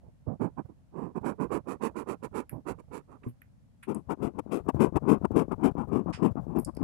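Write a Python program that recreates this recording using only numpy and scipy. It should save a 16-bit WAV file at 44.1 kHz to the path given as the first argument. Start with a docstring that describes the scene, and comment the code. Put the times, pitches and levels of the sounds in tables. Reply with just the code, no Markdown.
"""A quiet room: fingertips scratch the mesh over two microphone capsules, first the right in mostly
even rubs, then the left in long pulls and short flicks back. A finger lands with a soft thump, creeps,
then slides; the faster the slide, the higher the rumble and the more the mesh rasps and hisses, almost
wholly on that side. The hand bumps the housing once as it changes sides. A few small wet ticks and
smacks reach both capsules through the air."""
import sys
import numpy as np
from scipy import signal
from scipy.fft import rfft, irfft
from scipy.io import wavfile
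from scipy.ndimage import uniform_filter1d

SR = 44100
rng = np.random.default_rng(int(sys.argv[2]) if len(sys.argv) > 2 else 0)


def wav_record(signal):
    """Record a signal, one row per channel, as 16-bit PCM in the file named by sys.argv[1]."""
    frames = np.transpose(np.atleast_2d(signal))
    bounded = np.clip(frames, -1, 1)
    # unit amplitude maps onto the largest positive 16-bit level
    quanta = np.round(bounded * 32767).astype(np.int16)
    wavfile.write(sys.argv[1], SR, quanta)


N = 301511

# room rumble and preamplifier hiss: f/Hz, left density/dB, right density/dB
FLOOR_SPECTRUM = [(24, -92, -104), (69, -77, -86.5), (139, -83, -78.5), (263, -88, -94.5),
                  (384, -107, -106), (560, -102, -103), (1190, -113, -114), (2200, -119, -118),
                  (3470, -123, -123), (11650, -127, -126), (13700, -139, -139)]
# finger tremor: f/Hz, relative density/dB
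TREMOR_SPECTRUM = [(25, -14), (65, 13), (110, 8.5), (170, 11), (300, -14.5), (600, -9), (1200, -22.5),
                   (2500, -50)]
# tremor on each capsule: t/s, relative level/dB
RIGHT_TREMOR = [(0.0, -65.5), (0.27, -71), (0.44, -49.5), (0.89, -70), (1.2, -49), (2.02, -53.5),
                (3.4, -66)]
LEFT_TREMOR = [(3.87, -64), (4.3, -54.5), (4.75, -53), (5.1, -43.5), (5.7, -49.5), (6.3, -47.5),
               (6.84, -48.5)]
# friction on each capsule: f/Hz, relative density/dB
RIGHT_SPECTRUM = [(15, -74), (25, -54), (48, -24.5), (188, 4), (420, 1), (629, -13.5), (1020, -7),
                  (1890, -29.5), (2480, -35), (3350, -41.5), (4300, -36.5), (5200, -44.5), (6200, -41),
                  (7660, -41.5), (8760, -45), (10000, -39), (15400, -62)]
LEFT_SPECTRUM = [(15, -61), (25, -55), (60, -27.5), (129, -7), (246, 1.5), (296, -1), (409, -3),
                 (596, -22.5), (1110, -27), (1840, -49), (2750, -50.5), (3500, -51.5), (4700, -52.5),
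                 (6200, -53.5), (8300, -54), (10600, -52.5), (13500, -62.5), (15400, -77)]
# capsule and grille resonances: f/Hz, width/Hz, gain/dB
CAPSULE_MODES = [(240, 28, -0.5), (403, 360, -0.5), (977, 1800, 4.5), (2450, 780, 9), (4180, 690, -2.5),
                 (7880, 2700, 6.5), (10600, 3500, 4), (13000, 2900, 5.5)]
# finger strokes: crest t/s, length/s, rumble level/dB, speed/0-1
LIGHT_RUBS = [(0.06, 0.1, -48, 0.08), (0.955, 0.06, -64, .33), (1.018, 0.19, -32.5, 0.47),
              (1.173, 0.054, -28, 0.49), (1.281, 0.11, -27, 0.75), (1.427, 0.09, -25.5, 0.59),
              (1.546, 0.1, -26, 0.76), (1.711, 0.11, -32, 0.84), (1.851, 0.1, -26.5, 0.87),
              (1.992, 0.097, -32, 0.85), (2.108, 0.1, -31, 0.86), (2.247, 0.057, -33.5, 0.89),
              (2.38, 0.11, -30, 0.88), (2.697, 0.088, -31.5, 0.9), (2.799, 0.04, -45, 0.83),
              (2.958, 0.11, -38, 0.99), (3.262, 0.1, -47.5, 0.71)]
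HEAVY_PULLS = [(0.296, 0.096, -27.5, 0.22), (0.43, 0.094, -23.5, 0.63), (0.701, 0.045, -47.5, 0.51),
               (2.545, 0.095, -33, 0.29), (3.898, 0.078, -25.5, 0.73), (3.959, 0.084, -30.5, 0.55),
               (4.242, 0.096, -25, .8), (4.539, 0.11, -25.5, 0.98), (4.823, 0.1, -15.5, 0.82),
               (5.104, 0.11, -14.5, .73), (5.38, 0.1, -17, 0.79), (5.653, 0.083, -16, .78),
               (5.949, 0.13, -21, 0.6), (6.245, 0.093, -16.5, 0.65), (6.57, 0.067, -20.5, 0.54),
               (6.83, 0.074, -23, 0.44)]
BACK_FLICKS = [(0.592, 0.052, -30.5, 0.51), (3.126, 0.11, -50, 0.86), (4.115, 0.059, -27, 0.84),
               (4.393, 0.026, -28, 0.91), (4.694, 0.031, -21.5, 0.82), (4.968, 0.035, -21.5, 0.81),
               (5.252, 0.019, -19.5, 0.69), (5.526, 0.038, -25.5, 0.66), (5.801, 0.098, -27.5, 0.56),
               (6.09, 0.066, -26.5, 0.35), (6.381, 0.055, -27.5, 0.34), (6.687, 0.044, -30.5, 0.39)]
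# fingertip landings: t/s, peak level before panning/dB
FINGER_LANDINGS = [(0.2712, -33), (0.4043, -35), (0.6965, -44.5), (1.3999, -31), (2.5287, -34),
                   (3.8841, -42), (4.174, -42), (4.3368, -48), (4.4625, -32.5), (4.656, -43), (4.745, -25),
                   (4.9244, -30), (5.0228, -29.5), (5.2138, -29), (5.307, -23.5), (5.4815, -29),
                   (5.5803, -36), (5.752, -26.5), (5.873, -38), (6.0602, -25.5), (6.176, -41), (6.355, -27),
                   (6.4668, -30.5), (6.7726, -28.5)]
# wet ticks and smacks: t/s, hold/s, relative level/dB, snap f/Hz, low and mid ring/dB re snap
WET_TICKS = [(2.494, 0.00049, -32, 11350, -9, -30), (3.232, 0.0066, -83.5, 10900, 30.5, -14),
             (3.275, 0.02, -62.5, 11000, -7, -32), (3.417, 0.0019, -53.5, 12100, 6, -34),
             (3.825, 0.012, -54.5, 9700, 8.5, -27), (3.9464, 0.0012, -36.5, 9400, -17, -30),
             (6.124, 0.024, -52.5, 7700, 11.5, 2.5), (6.587, 0.001, -35, 12500, -15, -23),
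             (6.597, 0.00066, -31, 10700, -26, -35), (6.647, 0.0016, -32, 9000, -45, -11),
             (6.749, 0.00084, -49.5, 10000, -31, -11), (6.767, 0.0013, -51, 9800, 0, 0)]
# housing resonances: f/Hz, relative level/dB, t60/s
HOUSING_MODES = [(120, -4, 0.17), (245, -2, .1), (320, -9, .08), (490, -18, .06)]

# stroke types; pitch and treble (scrape, rasp, hiss re rumble) hold at speed 1
RUB = dict(rise_share=0.47, pitch_hz=372, treble_db=(-6, -15.5, -17))
PULL = dict(rise_share=0.33, pitch_hz=319, treble_db=(-11, -22.5, -25))
FLICK = dict(rise_share=0.44, pitch_hz=319, treble_db=(-2.5, -19.5, -23))
CREEP = dict(rise_share=0.43, pitch_hz=340, treble_db=(-8, -23, -28))
CHANGE_SIDES_S = 3.6


def from_db(db):
    return 10 ** (np.asarray(db) / 20)


def unit_rms(x):
    return x / np.sqrt(np.mean(x ** 2) + 1e-30)


def gain_at(spectrum, hz):
    """Spectrum table as gain, interpolated over log frequency."""
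    table_hz, table_db = np.transpose(spectrum)
    return from_db(np.interp(np.log(hz + 1), np.log(table_hz), table_db))


def bins_hz(size):
    return np.arange(size // 2 + 1) * SR / size


def lowpass_gain(hz, edge_hz, power=4):
    return 1 / (1 + (hz / edge_hz) ** power)


def coloured_noise(spectrum):
    return irfft(rfft(rng.standard_normal(N)) * gain_at(spectrum, bins_hz(N)), N) * np.sqrt(SR / 2)


def resonate(x, hz, width_hz):
    r = np.exp(-np.pi * width_hz / SR)
    gain = (1 - r * r) / 2
    return signal.lfilter([gain, 0, -gain], [1, -2 * r * np.cos(2 * np.pi * hz / SR), r * r], x)


def pan_gains(left_over_right_db):
    pair = from_db([[left_over_right_db / 2], [-left_over_right_db / 2]])
    return pair / pair.mean()


def add(out, sound, start_s):
    start = round(start_s * SR)
    first, last = max(start, 0), min(start + sound.shape[-1], N)
    out[..., first:last] += sound[..., first - start:last - start]


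def noise_floor():
    """Steady room rumble and preamplifier hiss, independent on each side."""
    return np.array([coloured_noise(np.array(FLOOR_SPECTRUM)[:, [0, side]]) for side in (1, 2)])


def tremor(curve, gain_db, wobble_db=7.5, lift_s=0.027, lift_db=-4):
    """Fingers resting on the housing tremble, less so while one lifts before landing."""
    t = np.arange(N) / SR
    lifted = sum(1.0 * ((t > land_s - lift_s) & (t < land_s)) for land_s, _ in FINGER_LANDINGS)
    dip_db = lift_db * uniform_filter1d(lifted, 300)
    pressure_db = np.interp(t, *np.transpose(curve), left=-120, right=-120)
    wobble = unit_rms(uniform_filter1d(uniform_filter1d(rng.standard_normal(N), 900), 300))
    envelope = from_db(pressure_db + gain_db + dip_db + wobble_db * wobble)
    return envelope * unit_rms(coloured_noise(TREMOR_SPECTRUM))


def friction(size, slips_per_s=450, slip_gain=0.95, grit_db=-1.0):
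    """Skin ridges catch on the mesh and let go: uneven slips within a fine, gritty rub."""
    slipping = rng.random(size) < slips_per_s / SR
    slips = slipping * rng.uniform(0.31, 1, size) * rng.choice([-1, 1], size)
    grit = from_db(grit_db * unit_rms(uniform_filter1d(rng.standard_normal(size), 60)))
    return slip_gain * unit_rms(slips) + unit_rms(rng.standard_normal(size) * grit)


def grille(spectrum, hz, pitch_hz, hollow, neutral_hz=275, gap_s=0.000377, palm_s=0.001643):
    """Capsule response: the pad tunes the rumble, its echo notches the treble, the palm adds ripple."""
    modes_db = sum(db / (1 + (2 * (hz - mode_hz) / width_hz) ** 2)
                   for mode_hz, width_hz, db in CAPSULE_MODES)
    pad_reach = lowpass_gain(hz, 520)
    tuned = gain_at(spectrum, hz * (neutral_hz / pitch_hz) ** pad_reach)
    # long waves pass round the fingertip, the shortest scatter off the skin
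    reflected = (1 - lowpass_gain(hz, 2200)) * lowpass_gain(hz, 8000)
    gap_echo = hollow * reflected * np.exp(-2j * np.pi * hz * gap_s * rng.uniform(0.96, 1.04))
    palm_echo = 0.36 * (1 - pad_reach) * np.exp(-2j * np.pi * hz * palm_s * rng.uniform(0.6, 1.4))
    return tuned * from_db(modes_db) * (1 + gap_echo) * (1 + palm_echo)


def scratches(strokes, spectrum, rise_share, pitch_hz, treble_db, size=16384):
    """Each stroke bites quickly, then slows; faster ones are higher, brighter and less hollow."""
    out, hz = np.zeros(N), bins_hz(size)
    t = (np.arange(size) - size // 2) / SR
    below = [lowpass_gain(hz, border_hz, power=8) for border_hz in (650, 1700, 3600)]
    bands = np.diff([0 * hz, *below, 1 + 0 * hz], axis=0)   # rumble, scrape, rasp, hiss
    band_spans = (1, 1, 0.85, 0.75)   # shares of the stroke
    treble_db_per_speed_db = np.array([0.91, 3, 3.65])
    flank_power = np.where(t < 0, 3.87, 2.43)
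    flank_share = np.where(t < 0, rise_share, 1 - rise_share)
    for crest_s, length_s, rumble_db, speed in strokes:
        hollow = min(1 - speed + 0.1 * rng.random(), 1)   # finger angle varies
        rub = rfft(friction(size)) * grille(spectrum, hz, pitch_hz * speed ** 0.52, hollow)
        upper_db = np.array(treble_db) + treble_db_per_speed_db * 20 * np.log10(speed)
        from_crest = np.abs(t / (flank_share * length_s))
        for band, band_db, span in zip(bands, [0, *upper_db], band_spans):
            swell = from_db(-20 * np.minimum((from_crest / span) ** flank_power, 10))
            sound = unit_rms(irfft(rub * band, size) * swell) * np.sqrt(np.mean(swell ** 2))
            add(out, from_db(rumble_db + band_db) * sound, crest_s + t[0])
    return out


def leak(x, air_db, housing_db, edge_hz=3000):
    """The far capsule gets treble through the air and a trace of rumble through the housing."""
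    treble = signal.sosfilt(signal.butter(2, edge_hz, "high", fs=SR, output="sos"), x)
    return from_db(air_db) * treble + from_db(housing_db) * x


def thumps(swing_hz=190, width_hz=300, knock_db=-24, pad_cutoff_hz=900, separation_db=43):
    """A soft pad lands and pushes the capsule, which swings back once and knocks lightly."""
    out = np.zeros((2, N))
    push = signal.sosfilt(signal.butter(6, pad_cutoff_hz, fs=SR, output="sos"), signal.unit_impulse(2048))
    knock = from_db(knock_db) * resonate(push, hz=900, width_hz=450)
    for land_s, peak_db in FINGER_LANDINGS:
        firmness = rng.uniform(0.9, 1.1)
        swing = resonate(resonate(push, swing_hz * firmness, width_hz), swing_hz, width_hz)
        thump = swing + knock
        pan = pan_gains(separation_db * np.sign(land_s - CHANGE_SIDES_S))
        add(out, from_db(peak_db) * pan * thump / np.abs(thump).max(), land_s)
    return out


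def creeps(strokes, spectrum, gain_db, speed=0.46, max_wait_s=0.115, stretch=1.58, lag_s=0.009):
    """A finger that has just landed creeps over the mesh until its stroke breaks loose."""
    slow_strokes = []
    for crest_s, _, rumble_db, _ in strokes:
        wait_s = crest_s - max(land_s for land_s, _ in FINGER_LANDINGS if land_s < crest_s)
        if wait_s < max_wait_s:
            slow_strokes.append((crest_s - wait_s / 2 + lag_s, stretch * wait_s, rumble_db + gain_db, speed))
    return scratches(slow_strokes, spectrum, **CREEP)


def fingers(spectrum, start_s, end_s):
    """All strokes and creeps on one capsule while the hand is over it."""
    rubs, pulls, flicks = [[row for row in table if start_s < row[0] < end_s]
                           for table in (LIGHT_RUBS, HEAVY_PULLS, BACK_FLICKS)]
    slides = sum(scratches(strokes, spectrum, **kind)
                 for strokes, kind in ((rubs, RUB), (pulls, PULL), (flicks, FLICK)))
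    return slides + creeps(pulls, spectrum, gain_db=-13.5) + creeps(flicks, spectrum, gain_db=-11)


def wet_ticks(gain_db=-6, pan_db=-3.5, widen_hz_per_s=45000, room_t60_s=0.16, size=8192):
    """A bright snap, two lower rings and a short room wash; longer smacks are broader and fade slower."""
    out, t = np.zeros((2, N)), np.arange(size) / SR
    for start_s, hold_s, level_db, snap_hz, low_db, mid_db in WET_TICKS:
        rings = [(snap_hz, 3600, 0, -18),
                 (1850, 1100 + widen_hz_per_s * hold_s, low_db, -12),
                 (5000, 900, mid_db, -12)]
        attack = np.minimum(2 * t / hold_s, 1)
        fading_s = np.maximum(t - hold_s, 0)
        t60_s = 0.0058 + 4.9 * hold_s
        for centre_hz, width_hz, ring_db, room_db in rings:
            decay = from_db(-60 * fading_s / t60_s) + from_db(room_db - 60 * fading_s / room_t60_s)
            edges_hz = [centre_hz - width_hz / 2, centre_hz + width_hz / 2]
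            band = signal.butter(3, edges_hz, "band", fs=SR, output="sos")
            burst = attack * decay * rng.standard_normal((2, size))
            ring = signal.sosfilt(band, burst) * np.sqrt(SR / 2 / width_hz)
            add(out, from_db(level_db + gain_db + ring_db) * pan_gains(pan_db) * ring, start_s)
    return out


def housing_bump(start_s=3.2635, gain_db=-23.5, contact_s=0.0018):
    """Bumped by the hand, the housing rings and rocks both capsules a quarter cycle apart."""
    out, t = np.zeros((2, N)), np.arange(16384) / SR
    phase_rad = np.array([[np.pi], [np.pi / 2]])
    ring = sum(from_db(db - 60 * t / t60_s) * np.sin(2 * np.pi * hz * t + phase_rad)
               for hz, db, t60_s in HOUSING_MODES)
    soft_contact = 1 - np.exp(-np.square(t / contact_s))
    add(out, from_db(gain_db) * soft_contact * ring, start_s)
    return out


def scene():
    """Each capsule carries its own scratches; bump, ticks and room reach both."""
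    right = fingers(RIGHT_SPECTRUM, 0, CHANGE_SIDES_S) + tremor(RIGHT_TREMOR, gain_db=1.5)
    left = fingers(LEFT_SPECTRUM, CHANGE_SIDES_S, np.inf) + tremor(LEFT_TREMOR, gain_db=5)
    capsules = np.array([left + leak(right, air_db=-62, housing_db=-48),
                         right + leak(left, air_db=-23, housing_db=-56)])
    return capsules + noise_floor() + thumps() + wet_ticks() + housing_bump()


def record(dry):
    """Steep low-pass on the top treble."""
    cutoff_hz = 15700
    return signal.sosfilt(signal.ellip(10, 0.2, 80, cutoff_hz, fs=SR, output="sos"), dry)


dry = scene()
out = record(dry)
wav_record(out)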